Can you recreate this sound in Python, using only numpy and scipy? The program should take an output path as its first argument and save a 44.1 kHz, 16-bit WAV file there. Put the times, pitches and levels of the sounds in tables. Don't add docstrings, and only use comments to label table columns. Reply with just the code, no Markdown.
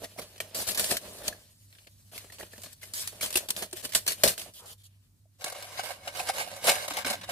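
import sys
import numpy as np
from scipy import signal
from scipy.fft import rfft, irfft, next_fast_len
from scipy.io import wavfile
from scipy.ndimage import uniform_filter1d, map_coordinates

SR = 44100
rng = np.random.default_rng(int(sys.argv[2]) if len(sys.argv) > 2 else 0)


def file_out(sig):
    cols = np.atleast_2d(sig).T
    lim = np.clip(cols, -1, 1)
    pcm = np.round(lim * 32767).astype(np.int16)
    wavfile.write(sys.argv[1], SR, pcm)


def invert_db(level):
    return 10 ** (np.asarray(level, dtype=float) / 20)


N = 322371

# t/s, length/s, first level/dB
FLEXES = [
    (4.536, 0.071, -51),
    (4.657, 0.075, -49.5),
    (4.778, 0.043, -64),
    (4.834, 0.035, -56.5),
]
# t/s, peak/dB, f/Hz
CRACKS = [(0.5476, -17, 8600), (0.6744, -24, 5730), (0.6873, -9, 8640), (0.7472, -21, 8150),
          (0.7951, -8, 4870), (0.842, -9, 4320), (0.9686, -17.5, 1820), (1.2795, -4.5, 6150),
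          (1.329, -34, 1780), (1.8462, -45, 2760), (2.134, -36, 1510), (2.178, -25, 2150),
          (2.3007, -38, 1760), (2.3245, -33, 2030), (2.361, -40, 4140), (2.384, -32, 2920),
          (2.4078, -27.5, 1610), (2.5312, -38, 1770), (2.5596, -39, 1880), (2.579, -37, 1940),
          (2.6334, -26, 8120), (2.7287, -42, 9170), (2.8298, -34, 2020), (2.9362, -14, 8770),
          (3.074, -10, 7880), (3.1552, -40, 6920), (3.1985, -33.5, 2330), (3.2271, -16, 8040),
          (3.3551, -13.5, 2890), (3.3704, -11, 8050), (3.487, -24, 5120), (3.5017, -22, 6390),
          (3.5633, -18, 3500), (3.711, -30.5, 6000), (3.7683, -31.5, 8330), (3.8452, -27, 4260),
          (3.9505, -8, 8190), (4.0633, -14.5, 9210), (4.076, -11, 8890), (4.1809, -32.5, 8500),
          (4.2363, -2.5, 4410), (4.3776, -26, 1550), (4.3944, -31, 7920), (4.4162, -23, 3140)]
# t/s, peak/dB, f/Hz
CLICKS = [(5.4076, -40, 3620), (5.4413, -13.5, 4000), (5.4789, -23.5, 3950), (5.498, -24, 8630),
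          (5.5253, -27, 7710), (5.5954, -37, 3780), (5.6111, -35, 11300), (5.6236, -28, 4970),
          (5.6914, -38, 7640), (5.8301, -36, 8210), (5.9594, -37, 5060), (6.0462, -42, 3830),
          (6.1489, -37, 4230), (6.2134, -27, 7730), (6.27, -26, 11400), (6.384, -30, 3500),
          (6.4074, -24, 5060), (6.5594, -35, 8230), (6.6364, -29, 4850), (6.6516, -14, 9210),
          (6.6762, -15, 3950), (6.6762, -12, 4070), (6.693, -8, 3830), (6.8244, -26, 5120),
          (6.8788, -24, 5080), (6.9002, -26, 10300), (6.9054, -29, 3900), (6.9366, -20.5, 4260),
          (6.9681, -17.5, 3850), (7.0459, -38, 4140), (7.1003, -14.5, 4220), (7.211, -34, 3590),
          (7.2394, -33, 4020), (7.289, -31, 11000)]
FLEX_DB = 1
LOUD_DB = -40
CLICK_DELAY_S = .0009
TICK_S, TICK_DB = 0.013, -16


def unit(x):
    return x / np.sqrt(np.mean(x ** 2) + 1e-20)


def along(points, hz):
    f, v = np.transpose(points)
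    return np.interp(np.log(hz + 1), np.log(f + 1), v)


def curves(rows):
    s, *cols = np.transpose(rows)
    t = np.arange(N) / SR
    return np.array([np.interp(t, s, c, left=-150, right=-150) for c in cols])


def wobble(rate):
    return map_coordinates(rng.standard_normal(int(N * rate / SR) + 4), [np.arange(N) * rate / SR])


def filtered(x, response):
    m = 2 * next_fast_len(N // 2 + 4096)
    gain = response(np.fft.rfftfreq(m, 1 / SR))
    gain = gain / np.sqrt(np.mean(np.abs(gain) ** 2))
    return irfft(rfft(x, m) * gain, m)[..., :N]


def resonant(modes):
    def response(f):
        power = sum(np.abs(invert_db(db) * f * w / (c * c - f * f + 1j * f * w)) ** 2 for c, w, db in modes)
        cepstrum = irfft(np.log(power + 1e-9) / 2)
        half = len(cepstrum) // 2
        folded = np.r_[cepstrum[0], 2 * cepstrum[1:half], np.zeros(len(cepstrum) - half)]
        return np.exp(rfft(folded))
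    return response


def quiet():
    # f/Hz, level/dB per Hz
    floor = [(22, -7), (107, -6), (281, -20), (450, -34.5), (2600, -40), (8480, -35), (14800, -38),
             (16500, -51.5)]
    # f/Hz, correlation/1
    likeness = [(60, 1), (380, 0.54), (2380, -0.01), (15000, 0.34)]
    hum_db, sway_db = -63.5, 2

    def mid_side(hz):
        turn = np.arccos(np.clip(along(likeness, hz), -1, 1)) / 2
        return invert_db(along(floor, hz)) * [np.cos(turn), np.sin(turn)]

    mid, side = filtered(rng.standard_normal((2, N)), mid_side)
    air = invert_db(-64.0 + sway_db * wobble(5.5)) * unit(np.array([mid + side, mid - side]))
    phase = 2 * np.pi * np.cumsum(99.3 + 1.6 * wobble(15.0)) / SR
    hum = np.sqrt(2) * invert_db(hum_db + 3.1 * wobble(18)) * np.sin(phase)
    return air + hum * invert_db([[-.8], [.8]])


def grit(alike, grain_db, lag):
    cracks = rng.standard_normal((2, N))
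    place = np.repeat(rng.standard_normal(N // 1500 + 1), 1500)[:N]
    late = np.clip(np.arange(N) + np.round(lag * place).astype(int), 0, N - 1)
    right = alike * cracks[0, late] + np.sqrt(1 - min(alike, 1) ** 2) * cracks[1]
    clumps = invert_db(grain_db * (wobble(700) + 0.62 * wobble(150)))
    return unit(clumps * np.array([cracks[0], right]))


def patchy(x, depth_db):
    z = signal.stft(x, nperseg=256)[2]
    field = uniform_filter1d(rng.standard_normal(z.shape[1:]), size=2, axis=0)
    field = uniform_filter1d(field, size=9, axis=1)
    patched = signal.istft(z * invert_db(depth_db * unit(field)), nperseg=256)[1][:, :N]
    return patched * invert_db(-depth_db ** 2 / 13.0)


def bursts(strokes, rise_s, stop_s, spread_db):
    bend = 0.91
    env = np.zeros((3, 2, N + SR))
    pans_db = spread_db * rng.standard_normal((len(strokes), 1))
    for (s, length, db, change_db, mid_db, tube_db), pan_db in zip(strokes, pans_db):
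        t = np.arange(round((length + 2 * stop_s) * SR)) / SR
        slope_db = change_db * np.minimum(t / length, 1) ** (bend if change_db < 0 else 1)
        slope_db = slope_db - 60 * np.maximum(t - length, 0) / stop_s
        front = 1 + 0.37 * (change_db < 0) * np.exp(-t / 0.00049)
        shape = (1 - np.exp(-t / rise_s)) * front * invert_db(slope_db)
        layers = invert_db(db + np.array([0, mid_db, tube_db]))[:, None] * invert_db(pan_db * [1, -1])
        start = round(s * SR)
        env[:, :, start:start + len(t)] += (layers[..., None] * shape) ** 2
    return env[..., :N]


def chatter(rate, depth_db, life_s):
    breaks = (rng.random(N) < rate / SR) * invert_db(depth_db * rng.standard_normal(N))
    flare = np.exp(-np.arange(SR // 20) / SR / life_s)
    gain = 1 + signal.fftconvolve(breaks, flare)[:N] * invert_db(depth_db)
    return np.abs(gain) / np.mean(gain)


def crackle(cracks, bed, env, hiss, sheet, air, burst_db, thump_db, tube_pan_db, mouth_hz):
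    # f/Hz, width/Hz, level/dB
    rumble = [(58.5, 70, 1), (192, 36, 3), (277, 84, -4)]
    fine, coarse, dull = cracks
    bed = invert_db(curves(bed) + np.array([[1.8], [3], [3.4], [3.4]]) * wobble(25))
    drive = np.sqrt(bed[:3, None] ** 2 + env * invert_db(np.array(burst_db))[:, None, None] ** 2)

    def tube(f):
        mouth = (1j * f / (mouth_hz + 1j * f)) ** 2
        return resonant(air)(f) * mouth

    bright = filtered(drive[0] * fine, lambda f: invert_db(along(hiss, f)))
    middle = filtered(drive[1] * np.roll(fine, SR // 60, axis=1), resonant(sheet))
    hollow = filtered(drive[2] * coarse, tube) * invert_db([[tube_pan_db], [-tube_pan_db]])
    shove = np.sqrt(bed[3] ** 2 + env[2] * invert_db(thump_db) ** 2)
    return bright + middle + hollow + filtered(shove * dull, resonant(rumble))


def foil(cracks):
    # t/s, length/s, last level/dB, tube re hiss/dB
    creaks = [(0.0, 0.043, -45.5, 8.5), (.174, 0.022, -39.5, 4), (.89, 0.02, -28, -4),
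              (1.233, 0.053, -35, 0), (2.115, 0.054, -43, -3.5), (2.383, 0.019, -42.5, 0.5),
              (2.506, 0.03, -51, -19), (2.68, 0.05, -53, -28), (2.812, 0.025, -43.5, -9),
              (3.751, 0.015, -43, -6), (3.825, 0.027, -35.5, -2), (4.157, 0.07, -46.5, -10)]
    # t/s, length/s, level/dB, tube re hiss/dB
    rips = [
        (.545, 0.082, -33, -6),
        (.668, .05, -34, -8),
        (1.012, 0.21, -50, 1.5),
        (2.54, 0.125, -55, -8),
        (2.935, 0.087, -35, -18.5),
    ]
    # t/s, length/s, first level/dB, tube re hiss/dB
    tears = [(.194, 0.048, -50, 4), (.421, 0.098, -53.5, 5), (.631, 0.053, -39.5, -20),
             (.674, 0.065, -33, -6), (.774, 0.027, -25.5, -12), (.836, 0.084, -31.5, -8.5),
             (1.299, 0.057, -59, 11.5), (2.201, 0.096, -52, -3.5), (3.021, .05, -39, -16),
             (3.121, 0.19, -53, 2), (3.209, 0.039, -31, -12.5), (3.227, 0.027, -26.5, -9),
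             (3.34, 0.011, -32, -12), (3.355, 0.01, -18, -11.5), (3.55, .012, -48, -6),
             (3.404, 0.059, -47.5, 3.5), (3.528, 0.027, -64, 13.5), (3.563, 0.058, -35.5, -5.5),
             (3.767, 0.048, -40, -11), (3.891, 0.023, -44, -7), (3.933, 0.014, -34, -9),
             (4.065, 0.007, -29.5, -8), (4.105, .012, -30.5, -4), (4.258, 0.02, -25.5, 3.5)]
    # t/s, length/s, first level/dB, tube re hiss/dB
    snaps = [(.042, 0.029, -36, -3.5), (.216, 0.059, -40.5, -1), (.402, 0.023, -26.5, -7.5),
             (.746, 0.046, -29.5, -15), (.794, 0.073, -22.5, -6), (.91, 0.067, -23, -3),
             (.968, 0.019, -23.5, -22), (1.279, 0.0074, -20.5, -8), (2.177, 0.03, -35, -23),
             (2.321, 0.1, -46.5, -8), (2.408, 0.085, -45, 0), (2.634, 0.085, -42, -5),
             (2.836, 0.26, -50.5, -4.5), (3.073, 0.053, -35, -17), (3.259, 0.056, -31.5, -10.5),
             (3.304, 0.027, -33.5, -9), (3.326, 0.03, -31, -10), (3.37, 0.028, -17, -16),
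             (3.486, 0.026, -29, -6.5), (3.504, 0.012, -17.5, -18), (3.622, 0.043, -29.5, -2),
             (3.728, 0.021, -31.5, -6), (3.849, 0.036, -31.5, -6), (3.921, 0.025, -35, -21.5),
             (3.949, 0.042, -14.5, -13.5), (4.077, 0.048, -19.5, -13.5), (4.119, 0.039, -28, -29),
             (4.235, 0.041, -12.5, -1.5), (4.276, 0.063, -19.5, -8), (4.378, 0.042, -34, -8.5),
             (4.394, 0.043, -34.5, -11.5), (4.412, 0.088, -40, -10.5), (.687, .03, -29, -13),
             (1.3263, 0.012, -43, 5)]
    # t/s, peak/dB, sheet re peak/dB, tube re peak/dB
    lone_ticks = [(0.3593, -42.5, 3, -2), (.379, -36.5, -3, -5), (1.184, -37, -5, -9),
                  (1.726, -56, 13.5, -20), (1.75, -57, 13.5, -22), (1.785, -52, 10.5, -18),
                  (1.87, -45, 7.5, 4), (2.244, -46.5, 2, 14), (2.301, -50.5, 9, 12), (2.428, -42, 10, 13),
                  (2.464, -46, 0, 0), (2.533, -41, -3, 7.5), (2.562, -49, -5, 7), (2.579, -38, -4, 5),
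                  (2.618, -33.5, -7, -13), (2.66, -43.5, 7, 8), (2.7292, -35, -20, -26)]
    # t/s, effort/dB
    handling = [(0, -65.5), (.3, -63.5), (.8, -51), (1.36, -53.5), (1.4, -64.5), (1.62, -80), (1.8, -70),
                (2.02, -75.5), (2.6, -65), (2.8, -72.5), (3.65, -62), (4.5, -57.5), (4.53, -71.5),
                (4.62, -62), (4.72, -63), (4.77, -80), (5.0, -84), (5.2, -105), (5.42, -90)]
    # f/Hz, level/dB per Hz
    glue_hiss = [(2530, -19), (4300, -2), (6300, -4.5), (8700, -1.5), (12100, -2.5), (14900, -10.5),
                 (15900, -10), (16500, -45.5)]
    # f/Hz, width/Hz, level/dB
    foil_modes = [(1090, 260, -6.5), (1755, 430, -2.5), (2467, 480, -2), (2980, 250, -1), (3480, 890, -2),
                  (4350, 140, -1.5)]
    # f/Hz, width/Hz, level/dB
    upright_air = [(419.6, 160, -0.5), (611, 66, 3), (698, 35, -8.5)]
    creak_db, rip_db, tear_db, snap_db = 13.5, 1, -8, -23
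    sheet_db, sheet_thins = -4, 0.077
    rip_sheet_db = -5
    loose_sheet_db, loose_tube_db = -16, -36
    effort_db = -66
    # level at that effort, dB per dB of effort
    rub_db, rub_grows = [-60.5, -66.5, -71, -73], [0.19, 0.68, 1.2, 0.86]
    hush_s, hush_db = 4.74, -12

    rub = []
    for s, db in handling:
        levels = np.add(rub_db, np.multiply(rub_grows, db - effort_db))
        rub.append((s, *(levels + [hush_db * (s > hush_s), 0, 0, 0])))
    pulls = []
    for rows, change_db in [(creaks, creak_db), (rips, rip_db), (tears, tear_db), (snaps, snap_db)]:
        for s, length, db, tube_db in rows:
            mid_db = sheet_db - sheet_thins * (db - LOUD_DB) + rip_sheet_db * (rows is rips)
            pulls.append((s, length, db - max(change_db, 0), change_db, mid_db, tube_db))
    pulls += [(s, length, db, FLEX_DB, loose_sheet_db, loose_tube_db) for s, length, db in FLEXES]
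    ticks = [(s, TICK_S, db - 7.5, TICK_DB, mid_db, tube_db) for s, db, mid_db, tube_db in lone_ticks]
    ticks += [(s + CLICK_DELAY_S, TICK_S / 2, db - 15.5, TICK_DB, -6, -25) for s, db, hz in CRACKS]
    strokes = bursts(pulls, 0.0007, 0.051, 0.96) * chatter(82, 1.9, 0.00074)
    strokes = strokes + bursts(ticks, 0.0005, 0.032, 0.79)
    return crackle(cracks, rub, strokes, glue_hiss, foil_modes, upright_air,
                   burst_db=[.3, -.8, -4.5], thump_db=-11.5, tube_pan_db=-.9, mouth_hz=330)


def pops(events, cycles, gain_db, pan_db, late=4):
    out = np.zeros((2, N + SR))
    t = np.arange(SR // 10) / SR
    for (s, db, hz), (lag, detune) in zip(events, rng.standard_normal((len(events), 2))):
        pair = np.sin(2 * np.pi * hz * t)
        pair = pair + 0.21 * np.sin(2 * np.pi * hz * (0.99 + 0.091 * detune) * t)
        ring = invert_db(db + gain_db - 60 * t * hz / cycles) * (1 - np.exp(-t * hz / 1.1)) * pair
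        out[0, round(s * SR):][:len(t)] += invert_db(pan_db) * ring
        out[1, round(s * SR + late * abs(lag)):][:len(t)] += invert_db(-pan_db) * ring
    return out[:, :N]


def dents():
    # t/s, peak/dB, f/Hz
    low_pops = [(.041, -31.5, 674), (.162, -40, 660), (.187, -28, 637), (.215, -44, 640), (0.402, -29, 610),
                (1.866, -53, 606), (2.131, -44, 695), (2.429, -44, 330), (2.579, -51, 224),
                (2.659, -52.5, 257), (3.355, -25, 359), (3.615, -34, 487), (3.732, -32, 363),
                (3.951, -25, 637), (4.238, -11, 560), (4.461, -38.5, 680), (5.255, -57.5, 636),
                (5.466, -34, 700), (5.793, -21.5, 740), (5.905, -26, 720), (6.41, -25, 740),
                (6.88, -37, 610), (6.69, -34.5, 202), (6.91, -36, 297), (7.048, -35, 261),
                (7.101, -36.5, 216), (6.975, -26, 830), (7.065, -22, 597), (7.14, -27, 700),
                (6.073, -24.5, 710), (6.203, -20, 730), (6.296, -14, 765), (6.474, -29, 717),
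                (6.646, -22.5, 577), (6.684, -17, 710), (6.907, -23.5, 1080), (7.29, -24, 696)]
    # t/s, peak/dB, f/Hz
    high_pops = [(0.403, -22.5, 2350), (.404, -27, 1870), (.404, -27, 3100), (.188, -34, 2200),
                 (0.048, -37.5, 1900), (1.3263, -35, 1700), (2.178, -35, 2150), (2.41, -34, 1900),
                 (2.535, -40, 1770), (2.3, -42, 1900), (2.831, -33.5, 2050), (3.357, -14, 2700),
                 (3.2116, -25.5, 2280), (4.2762, -14, 3770), (6.2, -22, 2556), (7.047, -26, 1560),
                 (7.07, -29, 3100), (6.29, -28, 1300), (5.795, -30, 1500), (4.238, -14, 3000)]
    return pops(low_pops, 22, 0.65, -2.2) + pops(high_pops, 53, -0.6, .2, late=1.5)


def edge_clicks():
    clicks = pops(np.add(CLICKS, [CLICK_DELAY_S, 0, 0]), 6.3, 2.1, -.4, late=.7)
    clicks = clicks + pops(np.add(CRACKS, [CLICK_DELAY_S, 0, 0]), 9, 1.4, -.2, late=2.1)
    return signal.sosfilt(signal.butter(2, 1400, "high", fs=SR, output="sos"), clicks)


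def lid(cracks):
    # f/Hz, width/Hz, level/dB
    lid_modes = [(3170, 810, 5.5), (4920, 1000, -3.5)]
    # f/Hz, width/Hz, level/dB
    fan_modes = [(490, 300, -2), (920, 280, -1.5), (1320, 300, -1.5)]
    # t/s, level/dB
    waft = [
        (4.58, -80),
        (4.595, -62),
        (4.66, -54),
        (4.73, -64),
        (4.76, -84),
    ]
    lid_db = -7.5
    moves = [(s, length, db, FLEX_DB, lid_db, 0) for s, length, db in FLEXES]
    env = np.sqrt(bursts(moves, 0.0048, 0.042, 0.88))
    rustle = filtered(env[1] * cracks[0], lambda f: resonant(lid_modes)(f) ** 2)
    puff = filtered(invert_db(curves(waft)) * cracks[0], lambda f: resonant(fan_modes)(f) ** 2)
    return rustle + puff


def crisps(cracks):
    # t/s, length/s, last level/dB, scrape re hiss/dB
    slips = [(5.385, 0.027, -55, -6), (5.763, 0.033, -46.5, 15), (6.03, 0.041, -47.5, -1),
             (6.11, 0.033, -48.5, 0), (6.17, 0.032, -35.5, 3), (6.256, 0.038, -33, 1.5),
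             (6.33, 0.075, -33, 2), (6.6, 0.037, -41.5, 1), (6.664, 0.022, -20, 0.6),
             (6.898, 0.011, -37.5, 6.5), (7.272, .019, -53, 10)]
    # t/s, length/s, first level/dB, scrape re hiss/dB
    scrapes = [(5.408, 0.033, -48.5, 3.5), (5.547, 0.089, -49.5, 2.5), (5.623, 0.085, -50.5, 4.5),
               (5.717, 0.057, -48, 3.5), (5.833, 0.068, -41.5, 2), (6.147, .05, -41.5, 4),
               (6.226, 0.032, -42.5, -3), (6.312, .04, -46.5, 0), (6.555, 0.022, -45, -1),
               (6.501, 0.098, -50, 5.5), (6.64, 0.047, -30.5, -1.5), (6.751, 0.11, -39, 3),
               (6.914, 0.01, -40.5, 7), (6.934, 0.09, -44.5, 8), (7.058, 0.055, -34.5, 4.5),
               (7.126, 0.015, -36.5, 8.5), (7.291, 0.024, -38.5, 6)]
    # t/s, length/s, first level/dB, scrape re hiss/dB
    knocks = [(5.442, 0.033, -38, 3), (5.458, 0.09, -39, 4), (5.521, 0.015, -32, -11),
              (5.793, 0.053, -44.5, 9), (5.903, 0.065, -40.5, 3.5), (6.074, 0.035, -39.5, 10),
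              (6.204, 0.045, -34, -3), (6.298, 0.014, -36, 9.5), (6.405, 0.076, -34, -0.5),
              (6.473, 0.064, -44, 0.5), (6.69, 0.069, -21, 3.5), (6.878, 0.024, -31.5, 1),
              (6.968, 0.051, -31.5, 3.5), (7.046, 0.016, -35.5, 13.5), (7.1, 0.033, -27, -1),
              (7.146, 0.072, -55, 14), (7.212, 0.029, -53, 16), (7.232, 0.028, -44.5, 11.5)]
    # t/s, peak/dB
    crumbs = [(5.5635, -34), (5.623, -26), (5.6787, -45), (5.7254, -44), (5.8294, -26), (5.902, -36),
              (6.1703, -21), (6.4394, -33), (6.8236, -26), (6.9894, -31), (7.0785, -24)]
    # f/Hz, level/dB per Hz
    crumb_hiss = [(2530, -9), (4300, -2.5), (5720, -4), (11000, -0.5), (14900, -12.5), (15600, -35),
                  (15900, -38)]
    # f/Hz, width/Hz, level/dB
    wall_modes = [(1060, 200, -3), (1570, 60, 2), (2190, 80, 2), (2900, 70, -1), (2400, 3000, -8),
                  (3740, 70, -3), (4060, 90, -4), (5100, 150, -5)]
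    # f/Hz, width/Hz, level/dB
    tipped_air = [(567, 77, 6.5), (740, 41, 4), (917, 34, -6.5)]
    slide_db = [-61.5, -58.5, -62, -75]
    still_db = -80
    tip_s, start_s = 5.4, 0.034
    steeper_db = [1.5, 4, 6, 21]
    slip_db, scrape_change_db, knock_db = 14, -5, -20.5
    boom_db, boom_thins = -0.5, 0.126

    slide = [(tip_s, *np.full(len(slide_db), still_db)),
             (tip_s + start_s, *slide_db),
             (N / SR, *np.add(slide_db, steeper_db))]
    moves = []
    for rows, change_db in [(slips, slip_db), (scrapes, scrape_change_db), (knocks, knock_db)]:
        for s, length, db, scrape_db in rows:
            tube_db = boom_db - boom_thins * (db - LOUD_DB)
            moves.append((s, length, db - max(change_db, 0), change_db, scrape_db, tube_db))
    ticks = [(s, TICK_S, db - 17, TICK_DB, -1.5, -4) for s, db in crumbs]
    ticks += [(s + CLICK_DELAY_S, TICK_S, db - 13.5, TICK_DB, -4, -25) for s, db, hz in CLICKS]
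    strokes = bursts(moves, 0.00225, 0.07, 1.2) * chatter(160, 2.9, 0.0016)
    strokes = strokes + bursts(ticks, 0.00044, .015, 1.0)
    return crackle(cracks, slide, strokes, crumb_hiss, wall_modes, tipped_air,
                   burst_db=[.3, -.3, -.8], thump_db=-30, tube_pan_db=-1.6, mouth_hz=480)


def room(x):
    # f/Hz, t60/s
    decay = [(300, 0.24), (2000, 0.24), (12000, 0.28)]
    hz, t, z = signal.stft(rng.standard_normal((2, SR // 2)), SR, nperseg=256)
    tail = signal.istft(z * invert_db(-60 * t / along(decay, hz)[:, None]), SR, nperseg=256)[1]
    delayed = np.pad(x, ((0, 0), (250, 0)))
    return signal.fftconvolve(delayed, tail / np.linalg.norm(tail[0]), axes=1)[:, :N]


def scene():
    fine = patchy(grit(0.55, 0.46, lag=13), 2)
    coarse = grit(0.91, 2.65, lag=4.3)
    dull = grit(0.98, 0.64, lag=3.9)
    cracks = fine, coarse, dull
    near = foil(cracks) + dents() + edge_clicks() + lid(cracks) + crisps(cracks)
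    return near + invert_db(-17.5) * room(near) + quiet()


def roll_off(x):
    return signal.sosfilt(signal.butter(12, 16630, fs=SR, output="sos"), x)


def record(dry):
    ceiling = 1.1
    low_cut = signal.butter(3, 46, "high", fs=SR, output="sos")
    top_cut = signal.cheby2(12, 30, 15750, fs=SR, output="sos")
    held = ceiling * np.tanh(dry / ceiling)
    return roll_off(signal.sosfilt(np.r_[low_cut, top_cut], held))


dry = scene()
out = record(dry)
file_out(out)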